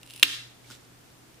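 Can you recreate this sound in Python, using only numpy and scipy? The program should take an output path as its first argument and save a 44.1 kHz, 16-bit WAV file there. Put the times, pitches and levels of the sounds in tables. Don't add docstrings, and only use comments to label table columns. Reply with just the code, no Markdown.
import sys
import numpy as np
from scipy import signal
from scipy.fft import rfft, irfft
from scipy.io import wavfile

SR = 44100
rng = np.random.default_rng(int(sys.argv[2]) if len(sys.argv) > 2 else 0)


def wrap_up_sound(samples):
    columns = np.atleast_2d(samples).T
    tamed = np.clip(columns, -1, 1)
    steps = np.round(tamed * 32767).astype(np.int16)
    wavfile.write(sys.argv[1], SR, steps)


N = 61739
TIME = np.arange(N) / SR
BINS = np.maximum(np.arange(N + 1) * SR / (2 * N), 1)


def from_db(db):
    return 10 ** (np.asarray(db) / 20)


def rms_one(x):
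    return x / np.sqrt(np.mean(x ** 2) + 1e-20)


def at_hz(points, hz):
    freqs, values = np.transpose(points)
    return np.interp(np.log(hz), np.log(freqs), values)


def coloured(x, spectrum):
    shaped = rfft(x, 2 * N) * from_db(at_hz(spectrum, BINS))
    return rms_one(irfft(shaped)[..., :N])


def stereo_noise(correlation):
    mid, side = rfft(rng.standard_normal((2, 2 * N)))
    correlation = np.clip(correlation, -1, 1)
    shared = np.sqrt(1 + correlation) * mid
    opposed = np.sqrt(1 - correlation) * side * [[1], [-1]]
    return rms_one(irfft(shared + opposed)[:, :N])


def dying(t60):
    return np.exp(-np.log(1000) * TIME / max(t60, 1e-4))


def convolve(x, response):
    return signal.fftconvolve(np.atleast_2d(x), np.atleast_2d(response), axes=1)[:, :N]


def pan(db):
    return from_db(np.array([[.5], [-.5]]) * db)


def low_cut(x, hz):
    sos = signal.butter(2, hz, "high", fs=SR, output="sos")
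    return signal.sosfilt(sos, x + 1e-18)


def clicks(times, db):
    out = np.zeros(N)
    samples = np.clip(np.round(times * SR).astype(int), 0, N - 1)
    np.add.at(out, samples, from_db(db))
    return out


def ringing(modes):
    return sum(from_db(db) * dying(t60) * np.sin(2 * np.pi * hz * TIME) for hz, db, t60 in modes)


def contacts(events, modes, crack, low_cut_hz, crack_db, crack_t60, correlation):
    s, db, treble_db = np.transpose(events)
    ring = convolve(clicks(s, db), ringing(modes))
    crack_envelope = convolve(clicks(s, db + treble_db + crack_db), dying(crack_t60))
    crack_noise = coloured(stereo_noise(correlation), crack)
    return low_cut(ring + crack_envelope * crack_noise, low_cut_hz)


def rubbing(strokes, colour, grains_per_s, grain_spread_db, correlation):
    sizes = from_db(grain_spread_db * np.minimum(rng.exponential(1, N), 4))
    caught = rng.random(N) < grains_per_s / SR
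    grains = caught * sizes * stereo_noise(correlation)
    pressure = sum(from_db(db) * np.interp(TIME, [start, top, end], [0, 1, 0])
                   for start, top, end, db in strokes)
    return pressure * coloured(grains, colour)


def snap():
    # start_s, level_db (of the blow), treble_db (crack only)
    chatter = [(.22838, -1, 0), (.23000, -13, 7), (.23096, -.5, -2), (.23326, -5, -1)]
    # pitch_hz, relative_level_db, t60_s
    tweezer_modes = [(1100.6, -36.5, .008), (1310, -30, .016), (2420, -23.5, 0.00807), (2780, -9.5, 0.03),
                     (3044, -10, .009), (3336, 1.5, .0045), (3760, -4, .006), (4075, -23, 0.012),
                     (5040, -28, 0.0024)]
    # frequency_hz, relative_db_per_hz
    crack = [(200, -23.5), (700, -5), (1400, 1.5), (3500, 6), (6000, -10), (8000, -6.5), (11000, -8.5),
             (15000, -8.5)]
    # pitch_hz, relative_level_db, t60_s
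    desk_modes = [(280, -33.5, .25), (349, -39, 0.051)]
    click = from_db(0.08) * contacts(chatter, tweezer_modes, crack, low_cut_hz=1900,
                                     crack_db=-8.5, crack_t60=0.014, correlation=0.067)
    s, db, _ = np.transpose(chatter)
    knock = low_cut(convolve(clicks(s, db), ringing(desk_modes)), hz=230)
    return pan(-1.3) * click + knock


def peeling():
    # start_s, level_db (before the gain below), treble_db (crack only)
    jerks = [(.0142, -46, 0), (.0318, -32, -3), (.0630, -42, 3), (.0750, -36, -7), (.1003, -34, -3),
             (.1074, -31, -2), (.1371, -31, 0), (.1598, -38, 0), (.1617, -34, 1), (.1640, -40, 1),
             (.1775, -34, -4), (.1972, -29, 1), (.2032, -41, 0)]
    # pitch_hz, relative_level_db, t60_s
    sticker_modes = [(2838, -11, 0.018), (3700, -0.5, 0.0013), (5100, -20, 0.009)]
    # frequency_hz, relative_db_per_hz
    crack = [(500, -13), (2000, -19), (4000, 1), (6500, -13), (8000, -3.5), (10500, -0.5), (12500, -9.5),
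             (15500, -5)]
    # start_s, top_s, end_s, level_db (before panning)
    strokes = [(.02, .165, 0.29, -50)]
    # frequency_hz, relative_db_per_hz
    colour = [(300, -15), (2000, -5.5), (2750, 9.5), (4000, -1), (6500, -8.5), (9800, 4), (12500, -17),
              (15500, -9)]
    ticks = from_db(2.0) * contacts(jerks, sticker_modes, crack, low_cut_hz=2400,
                                    crack_db=-7, crack_t60=.011, correlation=0.39)
    rustle = rubbing(strokes, colour, grains_per_s=5000, grain_spread_db=2.2, correlation=0.29)
    return pan(-1.2) * (ticks + rustle)


def placing():
    # start_s, level_db (before the gain below), treble_db (crack only)
    taps = [(.7022, -35, 1), (.7103, -32.5, -1), (.8500, -50, 0), (1.1020, -48, -2), (1.3440, -49, -3)]
    # pitch_hz, relative_level_db, t60_s
    page_modes = [(308, -11, 0.064), (1020, -28, .012), (1448, -8, 0.023), (3200, -10.5, 0.0067),
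                  (5260, -6.5, 0.011)]
    # frequency_hz, relative_db_per_hz
    crack = [(300, -17), (1500, 6), (5000, 11), (10000, 2), (15000, -7)]
    # start_s, top_s, end_s, level_db
    slides = [(.61, .70, 0.77, -54.5), (.70, .72, 0.742, -50), (.72, .75, .785, -52.5)]
    squeaks = [(.635, .648, 0.686, -59.5)]
    # frequency_hz, relative_db_per_hz
    slide_colour = [(200, 1), (800, 2.5), (1400, 5), (2300, 6), (3500, 11.5), (5500, 6), (8500, 4),
                    (12000, -5), (15500, -7)]
    squeak_colour = [(1500, -42), (2100, -8), (2300, 0), (2500, -20), (3400, -42)]
    touches = from_db(-1.0) * contacts(taps, page_modes, crack, low_cut_hz=67,
                                       crack_db=-5.5, crack_t60=.011, correlation=.6)
    slide = rubbing(slides, slide_colour, grains_per_s=13000, grain_spread_db=-2.5, correlation=.4)
    squeak = rubbing(squeaks, squeak_colour, grains_per_s=2200, grain_spread_db=1.5, correlation=0.48)
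    return pan(-1.6) * (touches + slide + squeak)


def reflections(x):
    # frequency_hz, t60_s
    room_t60 = [(200, 0.28), (700, 0.15), (1400, .48), (3500, 0.44), (5500, .5), (8000, .42), (14000, 0.2)]
    # frequency_hz, relative_db
    room_colour = [(100, -7), (300, 10.5), (800, 0), (1350, 5.5), (1800, 2.5), (2600, -10), (3300, 2.5),
                   (4300, -2.5), (5500, 2.5), (9000, 2), (15000, -6)]
    room_db, room_delay_s = -14.5, 0.018
    scatter_db, scatter_t60_s = -16, 0.069
    hold_s, early_decay_share = 0.092, 0.18

    fade_in = np.clip(TIME / room_delay_s, 0, 1)
    scatter = rng.standard_normal((2, N)) * dying(scatter_t60_s) * fade_in
    age = np.maximum(TIME - hold_s, early_decay_share * TIME)
    edges = np.geomspace(90, 18000, 13)
    tail = 0
    for low, high in zip(edges, edges[1:]):
        hz = np.sqrt(low * high)
        sos = signal.butter(2, [low, high], "band", fs=SR, output="sos")
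        band = signal.sosfilt(sos, rng.standard_normal((2, N)))
        decay = np.exp(-np.log(1000) * age / at_hz(room_t60, hz))
        tail = tail + band * from_db(at_hz(room_colour, hz)) * decay
    late = rms_one(tail * (TIME > room_delay_s))
    response = from_db(scatter_db) * rms_one(scatter) + from_db(room_db) * late
    return convolve(x, response / np.sqrt(N))


def background():
    # frequency_hz, relative_db_per_hz
    room_tone = [(15, -25), (30, -14.5), (90, -13.5), (120, -11.5), (150, -10.5), (205, -13.5),
                 (280, -10.5), (410, -15), (1100, -20), (4000, -25), (9000, -28.5), (13000, -31.5),
                 (15500, -36)]
    # frequency_hz, correlation (no unit)
    likeness = [(30, 0.55), (120, 0.52), (300, 0.33), (700, 0.13), (1500, 0.05), (5000, 0.056),
                (15000, .03)]
    # time_s, rms_level_db
    hum_levels = [(0, -62), (.12, -58.5), (.22, -61.5), (.46, -54.5), (.55, -66), (.72, -53), (.78, -66),
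                  (.98, -59.5), (1.1, -65.5), (1.4, -63)]
    hiss_db, hum_hz = -55, 121
    hiss = from_db(hiss_db) * coloured(stereo_noise(at_hz(likeness, BINS)), room_tone)
    hum_db = np.interp(TIME, *np.transpose(hum_levels))
    hum = from_db(hum_db) * np.sqrt(2) * np.sin(2 * np.pi * hum_hz * TIME)
    return hiss + hum


def scene():
    handling = snap() + peeling() + placing()
    return handling + reflections(handling) + background()


def record(dry):
    overload_low_cut_hz, cutoff_hz = 1500, 15400
    grit = low_cut(np.clip(dry, -1, 1) - dry, overload_low_cut_hz)
    sos = signal.ellip(10, .1, 80, cutoff_hz, fs=SR, output="sos")
    return signal.sosfilt(sos, dry + grit)


dry = scene()
out = record(dry)
wrap_up_sound(out)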